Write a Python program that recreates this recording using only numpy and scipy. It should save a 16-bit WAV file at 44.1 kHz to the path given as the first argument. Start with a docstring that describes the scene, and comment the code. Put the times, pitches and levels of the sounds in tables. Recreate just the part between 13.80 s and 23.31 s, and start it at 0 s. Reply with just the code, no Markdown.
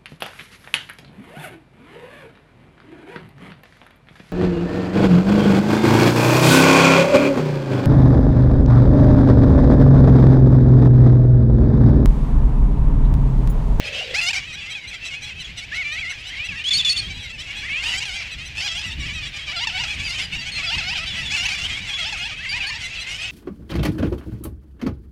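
"""A tern colony on a windy beach. For the first third of a second the scene is among the packed nests, where
one bird growls; then the scene changes to a quieter spot by the bushes. Adults a few metres off trade nasal,
yodelling calls, a harmonic voice ringing in throat and beak. A chick peeps, then squeals at about 3 s. Behind
them hundreds of birds merge into a din that swells towards 8 s. Throughout, wind rumbles on the microphone over
faint, far surf."""
import sys
import numpy as np
from scipy import signal
from scipy.fft import rfft, irfft, next_fast_len
from scipy.io import wavfile
from scipy.ndimage import uniform_filter1d

SR = 44100
rng = np.random.default_rng(int(sys.argv[2]) if len(sys.argv) > 2 else 0)


def wav_out(sig):
    """Save sig, one row per channel (or a flat mono array), as 16-bit PCM at SR to the path in sys.argv[1]."""
    wavfile.write(sys.argv[1], SR, np.round(np.clip(np.atleast_2d(sig).T, -1, 1) * 32767).astype(np.int16))


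N = 419391
TIME = np.arange(N) / SR
SCENE_CHANGE_S = .35  # the scene changes from the nests to the bushes
TOP_HZ = 15000
EDGE_S = .006  # half the time a yelp takes to open or close

# Syllable shapes by call kind and part: share of syllable, pitch ratio, level/dB, throat ratio
SYLLABLES = { "yodel opening": [(0, .85, -7, 1), (.17, .75, -4.5, 0.86), (.27, .81, -12.5, 1.04),
             (.37, 1.01, -5.5, 0.8), (.46, 1, -7, 0.96), (.52, .91, 1, 1.36), (.65, .91, -1, 1.24),
             (.75, 1.2, -1, 1.07), (.92, 1.3, 1.5, 1.06), (1, 1.7, -10, 0.94)],
             "yodel middle": [(0, 1.28, 8, 1.11), (.13, 1.15, -1.5, 0.96), (.27, .87, -4.5, 0.98),
             (.42, 1, -7.5, 0.87), (.68, 1.04, 0, .95), (.8, 1.21, -0.5, 1.07), (1, 1.4, -0.5, 0.9)],
             "yodel closing": [(0, 1.23, 3, 1), (.16, 1.13, -0.5, .95), (.32, .88, -2, .93),
             (.6, .94, -4, .93), (.8, .97, -1, .93), (1, 0.57, -11, 0.63)],
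             "swoop opening": [(0, .88, -5.5, 0.71), (.29, 1.27, -1.5, 0.86), (.4, .92, -1, 0.93),
             (.72, 1.08, 2, 1.07), (1, 1.27, 0, 1.07)], "swoop closing": [(0, 1.3, 4, 1.2),
             (.14, 1.15, 3, 1.05), (.34, 1, -1, 0.68), (.56, 1.22, -0.5, 0.91), (.74, 1.1, 0, .88),
             (1, 1.22, 0, 0.98)], "wail opening": [(0, .9, -0.5, 0.78), (.17, 1.19, -1, 0.83),
             (.3, 1.28, 2, 1), (.37, 1.22, 0.5, 0.94), (.44, 1, -1.5, 1.07), (.68, 1, 0.5, 0.99),
             (.86, 1.1, -1, 0.98), (1, 1.4, 1.5, 0.96)], "wail middle": [(0, 1.32, 13, 1.03),
             (.2, 1.2, 6, 0.93), (.34, 1.09, -10, .9), (.5, 1.15, -11, 1), (.72, 1.04, 2.5, 0.98),
             (1, 1.4, -8, 0.96)], "wail closing": [(0, 1.34, 3, 1.03), (.17, 1.2, -1, .97),
             (.32, 1.08, -3.5, 0.85), (.52, 1.21, 0, 0.96), (.73, 1.23, -1.5, 0.83), (1, 0.54, -2.5, 0.84)]}
# Adult timbres by name: chest/dB, throat ring/dB, nasal ring/dB, top/dB, rasp
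VOICES = {"mellow": (-9, 18, -6.5, -9, .03), "clear": (3, 15, 6.5, -3, -0.05),
          "harsh": (-6.5, 9.5, 0, -0.5, .18), "thin": (-6.5, 15.5, 3, 4.5, 0.35),
          "nasal": (-5, 11.5, 4, 1, .16)}
# Near calls: kind, voice, start t/s, syllable ends t/s, pitch f/Hz, pitch ratio per syllable,
# base level/dB, throat resonance f/Hz
CALLS = [ ("wail", "nasal", .338, (.517, 0.608), 690, 0.93, -21, 2510),
         ("wail", "mellow", 0.72, (.937, 1.098, 1.21), 668, 0.99, -36, 2300),
         ("wail", "mellow", 1.912, (2.198, 2.353), 590, 1.01, -27.5, 2200),
         ("swoop", "mellow", 2.485, (2.675, 2.842), 568, 0.93, -31.5, 2330),
         ("wail", "mellow", 2.9, (3.04, 3.22), 620, 0.91, -31, 2820), ("swoop", "mellow", 3.822, (4.02,),
         572, 1, -27.5, 2320), ("wail", "nasal", 4.018, (4.24, 4.45), 760, .85, -28, 2760),
         ("wail", "harsh", 4.8, (5.0, 5.08), 660, 0.71, -27, 3070),
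         ("yodel", "clear", 5.668, (5.858, 6.022, 6.085), 755, 0.97, -24.5, 2800),
         ("yodel", "clear", 6.772, (6.967, 7.141, 7.262), 738, 0.97, -24, 2670),
         ("wail", "harsh", 7.495, (7.672, 7.77), 700, 0.94, -23.5, 2820),
         ("yodel", "clear", 8.114, (8.312, 8.482, 8.565), 705, .98, -28, 2745),
         ("swoop", "mellow", 8.585, (8.79, 8.96), 550, 0.95, -29.5, 2260),
         ("wail", "clear", 8.712, (8.912, 8.997), 785, 0.98, -32, 2490)]


def tern_calls(fade_db=-1, swell_s=.012, taper_s=.03, snap_s=.003, break_s=.012):
    """Adults a few metres off: the voice sweeps, breaks and drops back in, weaker with each syllable."""
    out = np.zeros(N)
    for kind, voice, start, ends, pitch_hz, step, db, throat_hz in CALLS:
        for i, end in enumerate(ends):
            part = "opening" if i == 0 else "closing" if i == len(ends) - 1 else "middle"
            attack_s = swell_s if part == "opening" else snap_s
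            release_s = taper_s if part == "closing" else snap_s
            note = syllable(SYLLABLES[kind + " " + part], end - start, pitch_hz * step ** i,
                            throat_hz, VOICES[voice], attack_s, release_s)
            add(out, start, undb(db + fade_db * i) * note)
            start = end + break_s
    return out


def syllable(shape, length, pitch_hz, throat_hz, voice_kind, attack_s, release_s):
    """One stretch of a call; the voice turns raspier where the pitch falls steeply."""
    t = np.arange(0, length, 1 / SR)
    share, *columns = np.transpose(shape)
    pitch, db, throat = (uniform_filter1d(np.interp(t / length, share, column), 400, mode="nearest")
                         for column in columns)
    falling = np.clip(-np.gradient(np.log(pitch)) * SR / 10, 0, 1)
    *timbre, rasp = voice_kind
    note = tern_note(pitch_hz * pitch, throat_hz * throat, [*timbre, rasp * (1 + falling)])
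    return note * undb(db) * np.clip(np.minimum(t / attack_s, (length - t) / release_s), 0, 1)


# Spectrum of an adult's beak: f/Hz, level/dB
BEAK = [(450, -23), (750, -9), (1300, -7), (1700, -7), (2200, -5), (2900, -3.5), (3900, -7.5), (5200, -9),
        (7500, -16.5), (10000, -29.5), (14000, -43)]


def tern_note(hz, throat_hz, voice_kind, harmonics=20, throat_width_hz=430, nasal_hz=4800):
    """A harmonic stack through throat and beak; rasp shakes its pitch and strength."""
    chest_db, ring_db, nasal_db, top_db, rasp = voice_kind
    n = len(hz)
    hz = hz * (1 + .0059 * wander(n, 110.1) + (.0038 + .043 * rasp) * wander(n, 1100))
    phase = 2 * np.pi * np.cumsum(hz) / SR
    timbre = [(1400, chest_db), (2100, 0), (3300, 0), (nasal_hz, nasal_db), (6500, top_db)]
    voice, power = np.zeros(n), np.zeros(n)
    for k in range(1, harmonics + 1):
        throat = 1 + undb(ring_db) / (1 + (2 * (k * hz - throat_hz) / throat_width_hz) ** 2)
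        flutter = undb(min(.6 * k, 4) * wander(n, 45))
        gain = response(BEAK, k * hz) * response(timbre, k * hz) * throat * flutter * (k * hz < TOP_HZ)
        voice += gain * np.sin(k * phase + np.pi * rng.random())
        power += gain ** 2
    voice = unit(voice / power ** .3)  # only a mild swell as a harmonic crosses the resonance
    hiss = unit(noise(n, BEAK) * (1 + np.cos(phase)))  # air passes the syrinx once a cycle
    voice = voice * (1 + rasp * wander(n, 500)) + (.03 + .6 * rasp) * hiss
    air_push = undb(1.65 * wander(n, 68.8))
    return unit(voice * air_push)


# Rise of a yelp: pitch ratio at start, middle, end
YELP_RISE = (0.95, 0.99, 1.07)
# Near yelps: start t/s, length/s, pitch f/Hz, bend (under 1 arches, over 1 sags), level/dB, throat f/Hz
YELPS = [(0.127, .11, 681, 1, -30.5, 2730), (1.247, 0.046, 661, .98, -35.5, 2650),
         (1.417, 0.087, 625, 1.1, -40.5, 2600), (4.03, 0.12, 975, .8, -26.5, 2800),
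         (4.121, .051, 662, 1.09, -28, 2060), (4.753, 0.062, 893, .96, -29.5, 2840),
         (6.071, .094, 600, 1, -34, 2340), (6.192, 0.077, 860, .91, -31.5, 2450),
         (6.268, 0.097, 702, 1.18, -29, 2470), (6.38, 0.075, 765, 1.07, -33, 2720),
         (6.524, 0.052, 920, .98, -31, 2760), (7.784, .089, 700, 1.04, -26.5, 3100),
         (7.879, 0.13, 713, 1.08, -34, 2210), (8.049, .07, 697, 1.15, -33, 2400),
         (8.993, .12, 507, 1.12, -38, 2260), (9.269, 0.12, 731, 1, -32.5, 2580),
         (9.417, 0.12, 650, 1.06, -30.5, 2700)]


def tern_yelps():
    """Other adults near the microphone put in single, thin, rising yelps."""
    out = np.zeros(N)
    for start, length, pitch_hz, bend, db, throat_hz in YELPS:
        pitches = pitch_hz * np.array(YELP_RISE) * [bend, 1, bend]
        add(out, start - EDGE_S, undb(db) * yelp(length, pitches, throat_hz, VOICES["thin"]))
    return out


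def yelp(length, pitches, throat_hz, voice_kind):
    """One gliding note, swelling in the middle; the throat resonance rides with the pitch."""
    hz, envelope = glide(length, pitches, EDGE_S)
    swell = undb(3 * np.sin(np.linspace(0, np.pi, len(hz))))
    return unit(tern_note(hz, throat_hz * np.sqrt(hz / hz.mean()), voice_kind) * swell) * envelope


# Bouts of begging: first peep t/s, last peep t/s, top pitch f/Hz, level/dB
PEEP_BOUTS = [(0.716, 2.634, 2004, -36), (3.414, 3.758, 1977, -39), (4.502, 4.644, 2000, -37.5),
              (5.049, 5.189, 1905, -37), (5.322, 5.457, 1940, -38.5), (8.18, 8.365, 2110, -38),
              (9.03, 9.193, 2060, -33.5)]


def chick_peeps(interval_s=.175, length_s=.038):
    """A nearby chick begs in evenly spaced, arched peeps, strongest in the second harmonic."""
    out = np.zeros(N)
    partials = [(1, 2), (2, 11), (3, 6.5), (4, -.5), (5, -8), (6, -16)]
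    for first, last, hz, db in PEEP_BOUTS:
        for start in np.linspace(first, last, round((last - first) / interval_s) + 1):
            arch = np.array([.92, 1, .89]) + .012 * rng.standard_normal(3)
            note = chick_note(length_s, hz * arch, partials, edge_s=.007, shake=.013, buzz=.12)
            add(out, start, undb(db) * note * np.hanning(len(note)) ** .5)
    return out


# Droop of a whistle: tone ratio at start, middle, end
WHISTLE_DROOP = (1.025, 1, 0.98)
# Chick whistles: start t/s, length/s, tone f/Hz, level/dB
WHISTLES = [(1.642, 0.021, 3340, -34), (3.313, 0.17, 3900, -42.5), (4.049, 0.079, 4760, -39),
            (6.239, 0.075, 4730, -34), (6.413, 0.046, 4900, -35), (6.587, 0.035, 4620, -35.5),
            (6.715, 0.073, 4240, -31), (7.264, 0.071, 3450, -33.5), (7.342, 0.064, 2986, -33.5),
            (7.453, 0.063, 3410, -29.5), (8.132, 0.112, 3323, -29), (8.687, 0.043, 4680, -29.5),
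            (8.865, 0.035, 4450, -29.5)]


def chick_whistles():
    """Soft whistles that all droop alike."""
    out = np.zeros(N)
    for start, length, hz, db in WHISTLES:
        add(out, start, undb(db) * whistle(length, hz * np.array(WHISTLE_DROOP), buzz=.3))
    return out


# The chick's high register: on flipping up f/Hz, settled f/Hz
HIGH_REGISTER_HZ = (4540, 4370)
# Squeals: start t/s, low register length/s, high register length/s, starting f/Hz, base level/dB
SQUEALS = [(2.84, 0.056, 0.0023, 2850, -17), (2.908, 0.026, 0.051, 3560, -17), (2.985, 0.03, 0, 3750, -18),
           (3.048, .046, 0.041, 3540, -17), (3.163, .012, 0.03, 3600, -20.5)]


def chick_squeals(low_hz=3420, scoop_db_per_hz=.02, flick_after_s=.0314, flick_hz_per_s=22600):
    """Loud, buzzing squeals settle on the low register and may flip to the high one."""
    out = np.zeros(N)
    for start, low_s, high_s, first_hz, db in SQUEALS:
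        scoop_db = scoop_db_per_hz * min(first_hz - low_hz, 0)  # a start below the register is soft
        settling = low_hz + (first_hz - low_hz) * np.array([1, .25, 0])
        note = whistle(low_s, settling, buzz=.5)
        add(out, start - .003, undb(db + np.linspace(scoop_db, 0, len(note))) * note)
        if high_s > EDGE_S:
            # a long high note ends in an upward flick
            last_hz = HIGH_REGISTER_HZ[1] + flick_hz_per_s * (high_s - flick_after_s)
            note = whistle(high_s, [*HIGH_REGISTER_HZ, last_hz], buzz=.5)
            add(out, start + low_s - .003, undb(db + np.linspace(2, -4, len(note))) * note)
    return out


def whistle(length, pitches, buzz, break_hz=3900):
    """A chick's tone; above the register break it gains half harmonics."""
    low = [(1, 0), (2, -21), (3, -34)]
    high = [(.5, -29), (1, 2), (1.5, -18), (2, -17.5), (2.5, -32.5), (3, -43)]
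    partials = high if pitches[1] > break_hz else low
    return chick_note(length, pitches, partials, edge_s=.003, shake=.01, buzz=buzz)


def chick_note(length, pitches, partials, edge_s, shake, buzz, buzz_hz=720):
    """A thin tone of partials (multiple, level/dB); the other side of the syrinx buzzes against it."""
    hz, envelope = glide(length, pitches, edge_s)
    n = len(hz)
    strain = .3 + np.linspace(-1, 1, n) ** 4  # least steady at both ends
    phase = 2 * np.pi * np.cumsum(hz * (1 + shake * strain * wander(n, 2427))) / SR
    tone = unit(sum(undb(db + 2 * wander(n, 56)) * np.sin(k * phase) for k, db in partials))
    other_side = np.sin(2 * np.pi * np.cumsum(buzz_hz * (1 + .104 * wander(n, 315))) / SR)
    rasp = noise(n, [(1200, -22), (2400, -1), (4000, 0), (7500, -10), (10000, -25), (14000, -42)])
    return unit(tone * (1 + buzz * strain * other_side) + .8 * buzz * np.sqrt(strain) * rasp) * envelope


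# Course of the growl: t/s, tone f/Hz, level/dB
GROWL = [(0, 515, -44), (.1, 550, -39), (.22, 652.2, -37), (.26, 481, -41), (.31, 491, -35),
         (.35, 548, -34.5)]


def growl(throb_hz=58, shake=.11):
    """One bird among the nests: a low, hoarse tone broken into throbs, gone when the scene changes."""
    phase = 2 * np.pi * np.cumsum(curve(GROWL) * (1 + shake * wander(N, 400))) / SR
    throb = 1 + .73 * np.cos(2 * np.pi * np.cumsum(throb_hz * (1 + .22 * wander(N, 37.9))) / SR)
    at_nests = np.clip((SCENE_CHANGE_S - TIME) / .004, 0, 1)
    return np.sin(phase) * throb * undb(curve(GROWL, column=2)) * at_nests


def ground_scatter(birds, t60_s=.28, tail_db=-14):
    """Ground and bushes throw a short, thin tail back to the microphone."""
    t = TIME[:SR // 2]
    tail = rng.standard_normal(len(t)) * undb(-60 * t / t60_s) * (t > .004)
    return birds + undb(tail_db) * signal.fftconvolve(birds, tail / np.linalg.norm(tail))[:N]


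def far_terns(count=260, variants=64, pitch_hz=710, throat_hz=2650):
    """Further adults yelp at random times and distances, the further ones quieter."""
    far_voice = (-8, 11, -3, -3, .09)  # columns as in VOICES
    notes = [yelp(.04 + .06 * rng.random(), pitch_hz * np.exp(.13 * z[0] + .1 * z[1:4]),
                  throat_hz * np.exp(.14 * z[4]), far_voice)
             for z in rng.standard_normal((variants, 5))]
    out = np.zeros(N)
    for i, (lag, distance) in enumerate(rng.random((count, 2))):
        note = notes[i % variants]
        start = (i + 2 * lag - 2) / count * N / SR
        add(out, start, undb(-10 * distance) * note * np.hanning(len(note)) ** .5)
    return unit(out)


# The din as it reaches the bushes: t/s, base level/dB
DIN_LEVEL = [(.6, -33), (2.4, -32.5), (3.4, -31.5), (4.2, -29.5), (4.6, -33), (5.4, -29), (6.4, -27.5),
             (7.7, -26.5), (8.5, -30), (9.5, -29.5)]
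# Spectrum of hundreds of merged voices: f/Hz, level/dB
DIN_SPECTRUM = [(200, -21), (400, -21.5), (800, -16.5), (1250, -19.5), (1650, -9), (2100, -2), (2800, -0.5),
                (3900, -10), (5500, -18.5), (8000, -29.5), (10000, -40), (13000, -39), (15000, -69)]


def colony(nests_db=-28.5, nests_blur_db=4.5, voices_db=-3.5, blur_db=-9):
    """Far voices over the blur of all the rest, which is thicker among the packed nests."""
    at_nests = TIME < SCENE_CHANGE_S
    blur = noise(N, DIN_SPECTRUM) * undb(1.7 * wander(N, 16) + nests_blur_db * at_nests)
    level_db = np.where(at_nests, nests_db, curve(DIN_LEVEL))
    return undb(level_db) * (undb(voices_db) * far_terns() + undb(blur_db) * blur)


# Gusts at the microphone: t/s, base level/dB
GUSTS = [(0, -43), (.8, -44), (2.4, -43.5), (3.1, -39.5), (3.28, -32.5), (3.45, -41), (4.85, -42),
         (5.2, -34), (5.65, -42), (6.7, -35.5), (7.7, -36.5), (8.2, -40), (9.5, -44.5)]
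# Spectrum of their rumble: f/Hz, level/dB
RUMBLE_SPECTRUM = [(20, -10), (45, 2), (80, 1.5), (130, -3.5), (200, -13.5), (320, -21), (700, -59)]


def wind(buffet_db=2.5, trim_db=-1, flutter_db=-13):
    """Eddies buffet the microphone; the stronger gusts shed smaller, higher-pitched ones."""
    gust = undb(curve(GUSTS) + trim_db + buffet_db * wander(N, 22))
    rumble = noise(N, RUMBLE_SPECTRUM)
    flutter = noise(N, [(60, -12), (180, 2.5), (400, -17), (1500, -58)])
    return gust * (rumble + undb(flutter_db) * np.sqrt(unit(gust)) * flutter)


def surf(level_db=-59.5):
    """A dull, steady wash from the far shore."""
    wash = noise(N, [(100, -10.5), (300, -.5), (500, -.5), (1000, -11.5), (3000, -39)])
    return undb(level_db + wander(N, .74)) * wash


def glide(length, pitches, edge_s):
    """Pitch arc through three points and a soft envelope; both overhang the note by edge_s."""
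    t = np.arange(-edge_s, length + edge_s, 1 / SR)
    hz = np.polyval(np.polyfit([0, .5, 1], pitches, 2), np.clip(t / length, -.1, 1.1))
    opening = np.clip((np.minimum(t, length - t) + edge_s) / (2 * edge_s), 0, 1)
    return hz, np.sin(np.pi / 2 * opening) ** 2


def undb(db):
    """Decibels to gain."""
    return 10 ** (np.asarray(db) / 20)


def unit(x):
    """Scale to rms 1."""
    return x / np.sqrt(np.mean(x ** 2) + 1e-18)


def curve(rows, column=1):
    """One column of a time table at every sample."""
    rows = np.array(rows)
    return np.interp(TIME, rows[:, 0], rows[:, column])


def response(spectrum, hz):
    """Gain of a spectrum (f/Hz, level/dB) at any frequency."""
    f, db = np.transpose(spectrum)
    return undb(np.interp(np.log(hz + 1), np.log(f), db))


def noise(n, spectrum):
    """Noise of rms 1 with a spectrum (f/Hz, level/dB)."""
    size = next_fast_len(n)
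    gain = response(spectrum, np.arange(size // 2 + 1) * SR / size)
    return unit(irfft(rfft(rng.standard_normal(n), size) * gain, size)[:n])


def wander(n, rate):
    """Random drift of spread near 1 that turns rate times a second."""
    place = np.arange(n) * rate / SR + rng.random()
    points = np.random.default_rng(rng.integers(2 ** 31)).standard_normal(int(place[-1]) + 2)
    return np.sqrt(3 / 2) * np.interp(place, np.arange(len(points)), points)


def add(out, start, x):
    """Mix a sound in at start seconds."""
    i = int(start * SR)
    a, b = max(i, 0), min(i + len(x), N)
    if b > a:
        out[a:b] += x[a - i:b - i]


def scene():
    """One microphone on the beach: near birds in front, colony and surf behind, wind on top."""
    near_birds = tern_calls() + tern_yelps() + chick_peeps() + chick_whistles() + chick_squeals()
    return (ground_scatter(near_birds + growl()) + colony() + surf() + wind())[None]


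def record(dry):
    """The camera cuts the treble above TOP_HZ."""
    return signal.sosfilt(signal.ellip(8, .2, 70, TOP_HZ, fs=SR, output="sos"), dry)


dry = scene()
out = record(dry)
wav_out(out)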